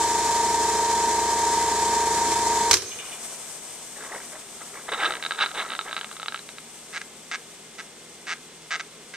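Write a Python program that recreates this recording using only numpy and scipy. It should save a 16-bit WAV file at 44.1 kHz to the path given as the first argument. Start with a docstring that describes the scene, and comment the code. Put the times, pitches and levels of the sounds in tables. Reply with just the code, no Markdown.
"""The whine of an espresso machine's rotary pump and mains motor, close by in a small kitchen.
The shot ends: the valve clacks and releases the pressure in a fading hiss, whistling and spitting at first.
Hot water gurgles in the drain pipe, where steam pockets collapse and ring the pipe,
in pops while it is full and in short chugs once it is nearly empty."""
import sys
import numpy as np
from scipy import signal
from scipy.fft import rfft, irfft, next_fast_len
from scipy.io import wavfile
from scipy.ndimage import uniform_filter1d

SR = 44100
rng = np.random.default_rng(int(sys.argv[2]) if len(sys.argv) > 2 else 0)


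def digitize_waveform(pressure):
    """Quantize a signal to 16-bit integers and store it at the path in sys.argv[1].

    Rows of a 2-D input are taken as channels; values are limited to [-1, 1].
    """
    field = np.atleast_2d(pressure).T
    bounded = np.clip(field, -1, 1)
    quanta = np.round(bounded * 32767).astype(np.int16)
    wavfile.write(sys.argv[1], SR, quanta)


N = 403956
TIME = np.arange(N) / SR
SHAFT_HZ, MAINS_HZ, STOP_S = 28.07, 60.03, 2.712
TRICKLE_START_S, TRICKLE_PEAK_S, TRICKLE_END_S = 4.15, 5.3, 6.45


# pump tones: shaft order, level/dB
PUMP_TONES = [(3, -55.5), (10, -55), (12, -46), (13, -47), (14, -54), (15, -40), (16, -39), (17, -55),
              (18, -52.5), (24, -54), (26, -55), (28, -47.5), (30, -61), (32, -41.5), (33, -53),
              (34, -38.5), (35, -47), (36, -74), (48, -54.5), (56, -47.5), (58, -51.5), (60, -50),
              (65, -48)]
# magnetic motor tones: shaft order, mains order, level/dB
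MAGNETIC_TONES = [(0, 1, -50), (0, 2, -54), (0, 4, -56), (-1, 2, -67), (29, -2, -44), (27, 2, -52),
                  (28, 2, -40.5), (29, 2, -26), (32, 2, -47), (38, 2, -48)]
# vane scrape: f/Hz, density/dB
SCRAPE_SPECTRUM = [(100, -123), (220, -79), (420, -81), (560, -73), (1100, -68.5), (1400, -89), (2000, -78),
                   (2800, -79), (4000, -75.5), (7400, -85), (14000, -112.5)]
# water in the pump: f/Hz, density/dB
RUSH_SPECTRUM = [(40, -99), (120, -76), (205, -66), (295, -69.5), (440, -62), (590, -70.5), (950, -65),
                 (1400, -72), (2100, -68), (2800, -79.5), (3600, -73), (6000, -75.5), (7400, -71.5),
                 (8500, -79.5), (14000, -80)]

def pump(knock_s=0.00686, whine_s=0.013, wobble_rad=0.0065, waver_db=1.0, run_down_s=0.0084):
    """Tones locked to shaft and mains, vanes scraping the same roughness each turn, rushing water."""
    shaft = 2 * np.pi * SHAFT_HZ * TIME + 0.0019 * drift(4.4)
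    shaft -= wobble_rad * np.sin(shaft - 2 * np.pi * SHAFT_HZ * whine_s)  # load drags once a turn
    mains = 2 * np.pi * MAINS_HZ * (TIME + 0.0027)
    tones = np.zeros(N)
    for order, mains_order, db in [(order, 0, db) for order, db in PUMP_TONES] + MAGNETIC_TONES:
        crest_s = knock_s if order < 20 else whine_s  # low tones crest earlier in the turn
        phase = order * (shaft - 2 * np.pi * SHAFT_HZ * crest_s) + mains_order * mains
        amplitude = np.sqrt(2) * from_db(db + waver_db * drift(8.07))
        tones += amplitude * np.cos(phase + 0.12 * rng.standard_normal())
    roughness = rng.standard_normal(round(SR / SHAFT_HZ))
    position = (shaft / (2 * np.pi) * len(roughness)).astype(int) % len(roughness)
    flow = 1 - 0.05 * np.cos(2 * shaft) + 0.16 * drift(150)  # two pulses a turn
    scrape = from_db(-2.5) * colour(roughness[position] * flow, SCRAPE_SPECTRUM)
    rush = from_db(-1) * colour(diffuse() * flow, RUSH_SPECTRUM)
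    running = np.exp(-np.maximum(TIME - STOP_S, 0) / run_down_s)
    return running * (tones + casing(scrape + rush, t60_s=0.073, above_hz=1200))


# valve contacts: t/s, level/dB
CONTACTS = [(2.711, 6.5), (2.731, -2), (2.7393, 1), (2.769, -14), (2.821, -19.5)]
# valve and casing: f/Hz, density/dB
CLACK_SPECTRUM = [(30, -78), (90, -52), (150, -64), (420, -51), (560, -64), (700, -55), (1400, -50.5),
                  (2800, -54.5), (4000, -52.5), (6000, -52.5), (8500, -64), (14000, -59.5)]
# casing modes: f/Hz, width/Hz, level/dB, decay/s
CASING_MODES = [(92, 30, -44, .11), (405, 140, -33.5, 0.09)]

def valve(crack_s=0.0035, rattle_s=0.019, rattle_db=-12.5):
    """The valve snaps over and rattles the casing, which rings on in the bass."""
    force = sum(from_db(db) * (burst(s, s, crack_s) + from_db(rattle_db) * burst(s, s, rattle_s))
                for s, db in CONTACTS)
    clack = from_db(-2.5) * colour(diffuse() * force, CLACK_SPECTRUM)
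    shake = diffuse()
    ring = sum(from_db(db) * burst(STOP_S, STOP_S, decay_s) * narrow(shake, hz, width_hz)
               for hz, width_hz, db, decay_s in CASING_MODES)
    return clack + ring + echoes(clack, t60_s=0.77, level_db=-15, delay_s=0.0052)


# vent hiss: f/Hz, density/dB
HISS_SPECTRUM = [(300, -49), (700, -34.5), (1500, -43.5), (3000, -43.5), (4500, -46.5), (6300, -44.5),
                 (8300, -43.5), (10000, -45.5), (14000, -42)]
# drops through the valve: t/s, level/dB
DROPS = [(2.915, -42), (2.988, -39), (3.052, -47), (3.117, -44)]
# valve modes rung by the drops: f/Hz, width/Hz, level/dB
VALVE_MODES = [(2400, 200, -3.5), (2900, 220, -3), (3470, 240, -7.5)]

def venting(opening_s=0.19, wide_open_s=3.23, growth_db_per_s=13, sag_db=3, sag_s=0.35, fade_db_per_s=2):
    """The opening valve whistles and spits; its hiss grows, sags, then fades with the pressure."""
    before_s = np.maximum(wide_open_s - TIME, 0)
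    after_s = np.maximum(TIME - wide_open_s, 0)
    fall_db = sag_db * (1 - np.exp(-after_s / sag_s)) + fade_db_per_s * after_s
    level_db = -41 - growth_db_per_s * before_s - fall_db
    jet = diffuse()
    hiss = casing(colour(diffuse(), HISS_SPECTRUM), t60_s=0.077, above_hz=1700)
    hiss += from_db(-15) * narrow(jet, hz=8290, width_hz=1000)  # thin note of the jet
    hiss *= from_db(level_db + 1.3 * drift(40))
    opening = np.clip((TIME - STOP_S) / opening_s, 0, 1)
    whistle = from_db(-48.5) * swell(2.85, 2.87, 3.13) * narrow(jet, hz=6380, width_hz=270)
    drops = sum(from_db(db) * burst(s, s, decay_s=0.04) for s, db in DROPS)
    spits = drops * sum(from_db(db) * narrow(jet, hz, width_hz) for hz, width_hz, db in VALVE_MODES)
    return opening * hiss + whistle + spits


# water-filled pipe: f/Hz, width/Hz, level/dB
FULL_PIPE_MODES = [(890, 120, -6.5), (1324, 104, 6.5), (1570, 146, 3.5), (2160, 680, -3.5),
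                   (2950, 410, -8.5), (3690, 236, 1)]
# drain surges: start t/s, crest t/s, bubbling level/dB, crackle level/dB
DRAIN_SURGES = [(3.959, 4.05, -40, -49), (4.1, 4.15, -34, -48), (4.318, 4.352, -40, -62),
                (4.602, 4.616, -38.5, -49), (4.735, 4.772, -39.5, -52), (4.881, 4.891, -30, -33.5),
                (4.913, 4.935, -27, -25), (4.966, 5.058, -29.5, -20.5), (5.37, 5.431, -38.5, -18.5),
                (5.539, 5.61, -32.5, -26), (5.67, 5.73, -40, -37), (5.851, 5.881, -35.5, -45)]

def gurgle(bubbles_per_s=900, crackles_per_s=650):
    """Water surges push bubbles along; hard ones crackle with collapsing steam, the hardest spray."""
    bubbling = crowd([bubble(hz) for hz in np.geomspace(310, 1950, 40)], bubbles_per_s)
    collapses = [collapse(FULL_PIPE_MODES, top_hz=3640, uneven_db=8.5) for _ in range(30)]
    crackle = crowd(collapses, crackles_per_s)
    dribble = from_db(-45) * burst(2.89, 3.0, decay_s=0.28)
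    trickle = from_db(-46.5) * swell(TRICKLE_START_S, TRICKLE_PEAK_S, TRICKLE_END_S)
    water, steam = dribble + trickle, np.zeros(N)
    for start_s, crest_s, water_db, steam_db in DRAIN_SURGES:
        build_s = crest_s - start_s
        water = np.maximum(water, from_db(water_db) * burst(start_s, crest_s, build_s, curve=0.25))
        steam = np.maximum(steam, from_db(steam_db) * burst(start_s, crest_s, 0.015, curve=0.97))
    mist = narrow(rng.standard_normal(N), hz=4900, width_hz=1400)
    spray = from_db(-43) * (steam / steam.max()) ** 2 * mist
    return water * bubbling + steam * crackle + spray


# runs of collapses: first t/s, last t/s, rate/Hz, first level/dB, last level/dB
STEAM_RUNS = [(5.107, 5.169, 67, -14, -20), (5.226, 5.263, 86, -16, -14.5), (5.309, 5.32, 83, -11.5, -13.5),
              (5.433, 5.461, 33, -20, -13), (5.704, 5.751, 67, -16.5, -17), (5.791, 5.812, 42, -12.5, -19),
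              (5.894, 5.929, 54, -23.5, -16.5), (5.966, 5.991, 77, -14, -22),
              (6.012, 6.045, 31, -16, -17.5), (6.167, 6.23, 31, -25.5, -19.5), (6.26, 6.283, 42, -18, -13),
              (6.323, 6.345, 45, -19.5, -17), (6.36, 6.392, 62, -20.5, -27),
              (6.49, 6.584, 11, -22.5, -23.5)]

def pops(strays_per_s=40, stray_db=-26.5, stray_spread_db=6):
    """Steam pockets slam shut in the full pipe; small stray ones thin out with the trickle."""
    hits = []
    for first_s, last_s, rate_hz, first_db, last_db in STEAM_RUNS:
        count = round((last_s - first_s) * rate_hz) + 1
        levels_db = np.linspace(first_db, last_db, count) + rng.normal(1.5, 1, count)
        hits += zip(np.linspace(first_s, last_s, count), levels_db)
    ebb_s = TRICKLE_END_S - TRICKLE_PEAK_S
    for _ in range(int(strays_per_s * ebb_s)):
        s = TRICKLE_END_S - ebb_s * np.sqrt(rng.random())
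        hits.append((s, stray_db + stray_spread_db * rng.uniform(-1, 1)))
    out = np.zeros(N)
    for s, db in hits:
        add(out, s, from_db(db) * collapse(FULL_PIPE_MODES, top_hz=4100, uneven_db=4.5, detune=0.028))
    return out


# nearly empty pipe: f/Hz, width/Hz, level/dB
DRAINED_PIPE_MODES = [(825, 250, -9.5), (1320, 63, 4), (1607, 210, 4), (1996, 270, 2), (2820, 440, -37),
                      (3460, 110, -9), (5000, 158, -28), (5840, 110, -14), (7730, 1200, -14)]
# trains of quick collapses: start t/s, end t/s, build-up/s, level/dB
CHUG_TRAINS = [(6.93, 6.979, 0.034, -18.5), (7.016, 7.021, .001, -19.5), (7.315, 7.357, .001, -17.5),
               (7.785, 7.814, .012, -25), (8.27, 8.338, 0.023, -17.5), (8.708, 8.766, .001, -16.5),
               (8.798, 8.815, .001, -19.5), (9.139, 9.16, 0.0011, -27.5)]

def chugs(pops_per_s=168, build_db_per_s=320, spread_db=1.2, lead_s=0.001706, jitter_s=0.0004):
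    """Steam meets cooler water and collapses repeatedly, a small dull pop ahead of each main one."""
    out = np.zeros(N)
    for start_s, end_s, build_s, full_db in CHUG_TRAINS:
        for s in np.arange(start_s, end_s, 1 / pops_per_s):
            db = rng.normal(full_db, spread_db) - build_db_per_s * max(start_s + build_s - s, 0)
            pop = from_db(db) * collapse(DRAINED_PIPE_MODES, top_hz=6680, uneven_db=1.5, bottom_hz=686)
            add(out, rng.normal(s, jitter_s), pop)
            add(out, rng.normal(s - lead_s, jitter_s), from_db(-5) * low_pass(pop, 4400))
    return out


def collapse(modes, top_hz, uneven_db, detune=0.025, bottom_hz=330):
    """One steam collapse rings the pipe with its own tuning and mode strengths; peak 1."""
    impulse = signal.unit_impulse(1024)
    stretch = np.exp(rng.normal(0, detune))
    ring = sum(from_db(rng.normal(db, uneven_db)) * resonate(impulse, hz * stretch, width_hz)
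               for hz, width_hz, db in modes)
    ring = high_pass(low_pass(ring, top_hz * stretch, order=8), bottom_hz)
    return ring / np.abs(ring).max()


def bubble(hz, cycles=3.13, rise=0.1):
    """A bubble rings for a few cycles, its pitch rising; small ones are short but strong."""
    age = TIME[:1024] * hz / cycles
    phase = 2 * np.pi * cycles * age * (1 + rise * np.minimum(age, 4) / 2)
    envelope = np.exp(-age) * (1 - np.exp(-6 * age))
    return hz / 1000 * envelope * np.sin(phase)


def casing(x, t60_s, above_hz, bounce_db=-7):
    """Reflections between steel panels cut fixed peaks and dips into the treble."""
    treble = x - low_pass(x, above_hz, order=1)
    direct_loss = 1 - np.sqrt(1 - from_db(bounce_db) ** 2)
    return x - direct_loss * treble + echoes(treble, t60_s, bounce_db, delay_s=0.00091)


# room noise: f/Hz, density/dB
ROOM_SPECTRUM = [(30, -100), (90, -99), (160, -86.5), (230, -76), (300, -88.5), (410, -76.5), (600, -86.5),
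                 (1100, -88.5), (1700, -89), (3400, -89), (4500, -94.5), (14000, -110)]
# appliance hum: f/Hz, level/dB
HUM_TONES = [(60, -76), (120, -75.5), (159, -65.5), (242, -77.5), (318, -65.5), (1066, -72), (2094, -66),
             (3440, -68.5)]

def kitchen():
    """Soft room noise and the hum of idle appliances."""
    hum = sum(np.sqrt(2) * from_db(db) * np.sin(2 * np.pi * hz * TIME + 0.61 * drift(7.5))
              for hz, db in HUM_TONES)
    return hum + colour(diffuse(), ROOM_SPECTRUM)


# diffuse field: f/Hz, left-right coherence
COHERENCE = [(300, 0.93), (900, 0.87), (1500, 0.83), (3000, 0.69), (6000, 0.067), (12000, 0.095)]

def diffuse(size=N):
    """White stereo noise, alike at both microphones in the bass, independent in the treble."""
    padded = next_fast_len(size)
    mid, side = rfft(rng.standard_normal((2, padded)))
    alike = at_hz(COHERENCE, np.arange(len(mid)) * SR / padded)
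    spectra = np.sqrt(1 + alike) * mid + np.sqrt(1 - alike) * side * [[1], [-1]]
    return irfft(spectra, padded)[:, :size] / np.sqrt(2)


def echoes(x, t60_s, level_db, delay_s):
    """Dense tail of reflections, different at each microphone."""
    t = TIME[:SR // 2]
    tail = diffuse(len(t)) * from_db(-60 * t / t60_s) * (t > delay_s)
    tail *= from_db(level_db) / np.sqrt(np.sum(tail ** 2) / 2)
    return signal.oaconvolve(np.broadcast_to(x, (2, N)), tail, axes=1)[:, :N]


def crowd(grains, per_s, spread_db=1.5):
    """Grains at random times, levelled to a running rms of 1."""
    out = np.zeros(N)
    for k, s in enumerate(rng.uniform(0, N / SR, int(per_s * N / SR))):
        gain = from_db(spread_db * np.clip(rng.standard_normal(), -2, 2))
        add(out, s, gain * grains[k % len(grains)])
    power = np.abs(uniform_filter1d(out ** 2, SR // 40))
    return out / np.sqrt(power + 1e-6)


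def colour(x, spectrum):
    """Shape unit white noise to a density in dB re 1/Hz."""
    size = next_fast_len(N)
    gain = from_db(at_hz(spectrum, np.arange(size // 2 + 1) * SR / size))
    return irfft(rfft(x, size) * gain, size)[..., :N] * np.sqrt(SR / 2)


def at_hz(points, hz):
    """Interpolate on a log-frequency axis."""
    knots, values = np.transpose(points)
    return np.interp(np.log(np.maximum(hz, 1)), np.log(knots), values)


def resonate(x, hz, width_hz):
    """Two-pole resonance, peak gain 1."""
    r = np.exp(-np.pi * width_hz / SR)
    feedback = [1, -2 * r * np.cos(2 * np.pi * hz / SR), r * r]
    return signal.lfilter(np.array([1, 0, -1]) * (1 - r * r) / 2, feedback, x + 1e-18)


def narrow(x, hz, width_hz):
    """Narrow band of a noise, rms 1."""
    band = resonate(resonate(x, hz, width_hz), hz, width_hz)
    return band / np.sqrt(np.mean(band ** 2))


def low_pass(x, hz, order=2):
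    return signal.sosfilt(signal.butter(order, hz, fs=SR, output="sos"), x + 1e-18)


def high_pass(x, hz):
    return signal.sosfilt(signal.butter(2, hz, "high", fs=SR, output="sos"), x)


def burst(start_s, crest_s, decay_s, curve=0.91):
    """Power-law rise to 1, exponential decay."""
    rise = np.clip((TIME - start_s) / max(crest_s - start_s, 1e-4), 0, 1) ** curve
    return rise * np.exp(-np.clip((TIME - crest_s) / decay_s, 0, 40))


def swell(start_s, peak_s, end_s):
    """Triangular envelope, peak 1."""
    return np.interp(TIME, [start_s, peak_s, end_s], [0, 1, 0])


def drift(per_s):
    """Random wander through knots of unit spread."""
    knots = rng.standard_normal(4096)
    return np.interp(TIME * per_s, np.arange(len(knots)), knots)


def add(out, s, wave):
    """Mix a short sound in at time s."""
    at = int(s * SR)
    out[at:at + len(wave)] += wave[:max(N - at, 0)]


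def from_db(db):
    return 10 ** (np.asarray(db) / 20)


def scene():
    """Machine, drain and kitchen; the drain echoes in the room, its treble also between steel panels."""
    drain = gurgle() + pops() + chugs()
    panels = echoes(high_pass(drain, 2400), t60_s=0.029, level_db=-5.5, delay_s=0.00066)
    room = echoes(drain, t60_s=0.22, level_db=-14, delay_s=0.0062)
    return pump() + valve() + venting() + from_db(-2.58) * (drain + panels + room) + kitchen()


# microphone port resonances, left then right: f/Hz, Q, level/dB
MIC_PORTS = [(8500, 5.3, 0.93), (6320, 3.43, 1)]

def record(dry):
    """Each microphone port resonates; the left hears slightly later; peaks clip and the top is cut."""
    left_delay_s, cutoff_hz = 2 / SR, 14350
    size = next_fast_len(N + 2048)
    hz = np.arange(size // 2 + 1) * SR / size
    ports = np.array([from_db(db) / (1 - (hz / port_hz) ** 2 + 1j * hz / (port_hz * q))
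                      for port_hz, q, db in MIC_PORTS])
    ports[0] *= np.exp(-2j * np.pi * hz * left_delay_s)
    heard = np.clip(irfft(rfft(dry, size) * ports, size)[:, :N], -1, 1)
    return signal.sosfilt(signal.ellip(12, 0.1, 80, cutoff_hz, fs=SR, output="sos"), heard)


dry = scene()
out = record(dry)
digitize_waveform(out)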